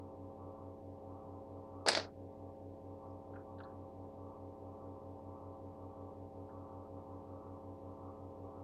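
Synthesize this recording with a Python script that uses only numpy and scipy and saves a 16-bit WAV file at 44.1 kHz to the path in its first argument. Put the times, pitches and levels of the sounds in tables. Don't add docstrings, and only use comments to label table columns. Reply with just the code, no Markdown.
import sys
import numpy as np
from scipy import signal
from scipy.fft import rfft, irfft
from scipy.io import wavfile
from scipy.ndimage import uniform_filter1d

SR = 44100
rng = np.random.default_rng(int(sys.argv[2]) if len(sys.argv) > 2 else 0)


def materialize(psi):
    bounded = np.clip(np.atleast_2d(psi).T, -1, 1)
    quanta = np.round(bounded * 32767).astype(np.int16)
    wavfile.write(sys.argv[1], SR, quanta)


N = 380874
T = np.arange(N) / SR
CLOCK_HZ, MAINS_HZ = 187.5, 60.0


def gain_of(db):
    return 10 ** (np.asarray(db) / 20)


def read(points, hz):
    point_hz, value = np.transpose(points)
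    return np.interp(np.log(hz + 1), np.log(point_hz + 1), value)


def follow(points, t):
    return np.interp(t, *np.transpose(points))


def noise(points):
    white = rfft(rng.standard_normal(N)) * np.sqrt(SR / 2)
    level_db = read(points, np.fft.rfftfreq(N, 1 / SR))
    return irfft(white * gain_of(level_db), N)


def colour(x, db):
    gain = gain_of(db)
    gain = gain / np.sqrt(np.mean(gain ** 2))
    return irfft(rfft(x) * gain, len(x))


def burst(t, start_s, db, rise_s, t60_s):
    age = np.maximum(t - start_s, 0)
    rise = np.sin(np.pi / 2 * np.minimum(age / rise_s, 1)) ** 2
    return gain_of(db - 60 * age / t60_s) * rise


def tones(table, turns, scatter):
    starts = scatter * rng.random(len(table))
    total = np.zeros(N)
    for (source_multiple, clock_multiple, db), start in zip(table, starts):
        phase = source_multiple * turns + clock_multiple * CLOCK_HZ * T + start
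        total += np.sqrt(2) * gain_of(db) * np.cos(2 * np.pi * phase)
    return total


# start_s, speed_hz
MOTOR_SPEED = [(0, 91.443), (1.5, 91.514), (3, 91.515), (4.8, 91.476), (5.25, 91.09), (6.9, 91.025),
               (8.64, 91.055)]
# source_multiple, clock_multiple, level_db (rms, before the slight rise)
MOTOR_TONES = [(1, 0, -58), (-1, 1, -61), (1, 1, -66), (-1, 2, -59), (1, 2, -71), (-1, 3, -68), (3, 0, -80)]


def throbbing_motor():
    first_throb_s = .018
    turns = np.cumsum(follow(MOTOR_SPEED, T)) / SR
    turns += first_throb_s * (CLOCK_HZ / 2 - MOTOR_SPEED[0][1])
    rise_db = np.interp(T, [4.6, 5.3], [-.3, .4])
    return gain_of(rise_db) * tones(MOTOR_TONES, turns, 0)


# time_s, sways_counted
SWAYS = [(-.07, -1), (4.3, 6), (5.95, 9), (8.05, 12), (8.64, 13)]


def sway():
    return np.cos(2 * np.pi * follow(SWAYS, T))


# mains_multiple, clock_multiple, level_db (rms, before the trim)
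MAINS_TONES = [(1, 0, -76), (3, 0, -71), (5, 0, -78), (6, 0, -81), (7, 0, -62), (9, 0, -58), (10, 0, -80),
               (11, 0, -68), (12, 0, -76), (13, 0, -63), (15, 0, -66), (17, 0, -68), (21, 0, -81),
               (-3, 1, -85), (-1, 1, -75), (-3, 2, -78), (-1, 2, -75), (-3, 3, -75), (-7, 4, -75),
               (-9, 5, -75), (-7, 5, -74), (-9, 6, -73), (4, 5, -88), (8, 4, -90), (6, 5, -87), (4, 6, -92)]


def mains_buzz(swaying):
    trim_db = -0.39
    steady = gain_of(trim_db) * tones(MAINS_TONES, MAINS_HZ * T, 0.93)
    swelling = tones([(19, 0, -72.5)], MAINS_HZ * T, 1)
    return steady + (1 + .45 * swaying) * swelling


# source_multiple, clock_multiple, level_db (rms, before the trim)
FAN_TONES = [(1, 0, -85), (-1, 1, -84), (4, -1, -83), (-4, 2, -73), (4, 0, -64), (-4, 3, -68), (-4, 4, -77),
             (7, 0, -72), (14, 0, -78), (20, 0, -83)]
SLOW_FAN_TONES = [(1, 0, -75), (-1, 1, -74), (1, 1, -80), (-1, 2, -75), (1, 2, -81), (3, 0, -79),
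                  (-3, 1, -89), (8, 0, -71), (12, 0, -78)]


def fans():
    trim_db = -1.0
    fan_hz = np.interp(T, [6.6, 7.9], [53.82, 53.49])
    slow_fan_hz = np.interp(T, [6.6, 7.2], [50.66, 50.43])
    fan = tones(FAN_TONES, np.cumsum(fan_hz) / SR, 0.68)
    slow_fan = tones(SLOW_FAN_TONES, np.cumsum(slow_fan_hz) / SR, 0.16)
    return gain_of(trim_db) * (fan + slow_fan)


# pitch_hz, level_db (rms)
WHINES = [(1000, -78), (1128.92, -78)]


def whines():
    return tones([(hz, 0, db) for hz, db in WHINES], T, 0.9)


# time_s, corner_hz
EDGE = [(0, 1055), (.55, 1147), (.9, 1003), (1.3, 1107), (1.85, 1156), (2.04, 1260), (2.1, 940),
        (2.85, 970), (3.1, 1088), (4.0, 1064), (4.8, 1115), (5.9, 1117), (6.3, 1033), (6.6, 1206),
        (7.1, 1152), (8.64, 1140)]


def wander(x, swaying):
    usual_corner_hz, sway_hz, flicker_hz = 1144.4, 54.92, 30
    hz, t, z = signal.stft(x, SR, nperseg=1024, noverlap=768)
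    flicker = uniform_filter1d(rng.standard_normal(len(t)), size=8) * np.sqrt(8)
    corner_hz = follow(EDGE, t) + flicker_hz * flicker
    corner_hz += sway_hz * np.interp(t, T, swaying)

    def loss_db(corner):
        return np.minimum(11 * np.logaddexp(0, (hz[:, None] - corner) / 120), 45)

    patches = uniform_filter1d(rng.standard_normal(z.shape), size=4, axis=0)
    patches = uniform_filter1d(patches, size=9, axis=1) * 6
    depth_db = read([(120, .1), (300, 0.56), (700, 0.71), (1200, 2.3)], hz)
    flutter_db = patches * depth_db[:, None]
    z = z * gain_of(loss_db(usual_corner_hz) - loss_db(corner_hz) + flutter_db)
    return signal.istft(z, SR, nperseg=1024, noverlap=768)[1][:N]


# pitch_hz, level_db_per_hz
RUMBLE = [(10, -105), (50, -100), (100, -99), (150, -91), (400, -88.5), (600, -88.5), (900, -91.5),
          (1100, -94), (1250, -104), (1400, -113), (1600, -125), (2000, -145)]


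def hum():
    swaying = sway()
    steady_tones = throbbing_motor() + mains_buzz(swaying) + fans() + whines()
    return wander(steady_tones + noise(RUMBLE), swaying)


# start_s, rattle_db, thud_db, sizzle_db (before the fall and the room)
CLATTER = [(1.8625, -31.5, -24.5, -48.5), (1.8746, -30.5, -21.5, -49.5), (1.881, -22, -30.5, -45.5),
           (1.8854, -14, -24.5, -20), (1.8897, -23, -20, -36.5), (1.917, -27.5, -36, -50),
           (1.931, -28, -33, -42), (1.9497, -18.5, -29, -45.5), (1.973, -26.5, -24, -46.5),
           (1.9975, -33.5, -35, -61), (2.049, -60, -39, -83)]
# pitch_hz, relative_db
RATTLE = [(700, -42), (1200, -11.5), (1750, -3.5), (2300, -7), (3000, -10), (3800, -6), (4500, -1),
          (5000, -3.5), (5700, -11.5), (6700, -19), (9000, -40.5), (13000, -90)]
THUD = [(60, -36.5), (130, -18), (250, -14), (420, 0.5), (520, -1), (590, 2), (680, -2.5), (800, -1.5),
        (1100, -9.5), (1400, -10.5), (2000, -24), (3200, -45), (9000, -89.5)]
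SIZZLE = [(4000, -29), (6300, -11.5), (7200, -4.5), (8200, 1.5), (9200, -8), (10400, -11), (12000, -25),
          (13500, -52.5), (16000, -80.5)]


def clatter():
    chatter_s, fade_db_per_s, spread_db = .125, 25.5, 4.5
    first_db = np.array([-33, -34.5, -50.5])[:, None]
    when, size = rng.random((14, 2)).T
    age = chatter_s * (np.arange(len(when)) + when) / len(when)
    small_db = first_db - fade_db_per_s * age + spread_db * (2 * size - 1)
    small_blows = np.vstack([CLATTER[0][0] + age, small_db])
    starts, *levels = np.hstack([np.transpose(CLATTER), small_blows])

    near = slice(int(1.7 * SR), int(2.4 * SR))
    t, out = T[near], np.zeros(N)
    hz = np.fft.rfftfreq(len(t), 1 / SR)
    # spectrum, blow t60 in s, room level in dB, room t60 in s, cut in s
    registers = [(RATTLE, .026, -16, .25, 2.05),
                 (THUD, .035, -16.5, .36, 2.1),
                 (SIZZLE, .016, -16, .13, 2.03)]
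    for (spectrum, blow_t60, room_db, room_t60, cut_s), dbs in zip(registers, levels):
        blows = list(zip(starts, dbs))
        direct = sum(burst(t, s, db, 0.0008, blow_t60) ** 2 for s, db in blows)
        room = sum(burst(t, s, db + room_db, 0.005, room_t60) ** 2 for s, db in blows)
        fade = gain_of(-450 * np.maximum(t - cut_s, 0))
        rough = np.sqrt(direct + room) * fade * rng.standard_normal(len(t))
        out[near] += colour(rough, read(spectrum, hz))
    return out


# start_s, knock_db, knock_t60_s, click_db, click_hz, click_width_hz
TICKS = [(3.105, -90, .1, -82, 5100, 400), (3.335, -62.5, 0.18, -76, 2300, 1200),
         (3.357, -52.5, 0.086, -67.5, 2290, 1000), (3.39, -61.5, .14, -80, 2100, 800),
         (3.583, -61, 0.13, -67.5, 3700, 1100), (3.602, -47.5, 0.061, -66, 3000, 2000),
         (3.634, -59, 0.29, -65, 4020, 900), (6.491, -64.5, .17, -90, 2000, 600)]


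def ticks():
    knock_hz, knock_width_hz, click_t60 = 1350, 540, 0.063
    out, t = np.zeros(N), T[:SR // 2]
    hz = np.fft.rfftfreq(len(t), 1 / SR)
    for start_s, knock_db, knock_t60, click_db, click_hz, click_width in TICKS:
        bands = [(knock_db, knock_hz, knock_width_hz, knock_t60),
                 (click_db, click_hz, click_width, click_t60)]
        first = round((start_s - .05) * SR)
        for db, centre_hz, width_hz, t60 in bands:
            band_db = np.maximum(-4.5 * (2 * (hz - centre_hz) / width_hz) ** 2, -80)
            rough = burst(t, 0.0502, db, 0.0028, t60) * rng.standard_normal(len(t))
            out[first:][:len(t)] += colour(rough, band_db)
    return out


def scene():
    return (hum() + clatter() + ticks())[None]


def gain_control(dry):
    release_db_per_s, threshold_db = 60., -40.5
    power_db = 10 * np.log10(abs(uniform_filter1d(dry[0] ** 2, size=400)) + 1e-12)
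    fall_db = T * release_db_per_s
    held_db = np.maximum.accumulate(power_db + fall_db) - fall_db
    over_db = np.clip(held_db - threshold_db, 0, 8)
    dip_db = .5 * uniform_filter1d(over_db, size=400)
    low_pass = signal.butter(2, 300, fs=SR, output="sos")
    bass = signal.sosfiltfilt(low_pass, dry)
    return bass + (dry - bass) / gain_of(dip_db)


# pitch_hz, level_db_per_hz
HISS = [(20, -118), (1500, -117), (2500, -121), (4000, -125), (10000, -132), (16000, -134)]


def record(dry):
    hiss = noise(HISS) * gain_of(0.12 * (T + 1.0))
    wired = gain_control(dry) + hiss
    band_limit = signal.firwin(511, 15750, window=("kaiser", 9), fs=SR)
    return signal.oaconvolve(wired, band_limit[None], "same")


dry = scene()
out = record(dry)
materialize(out)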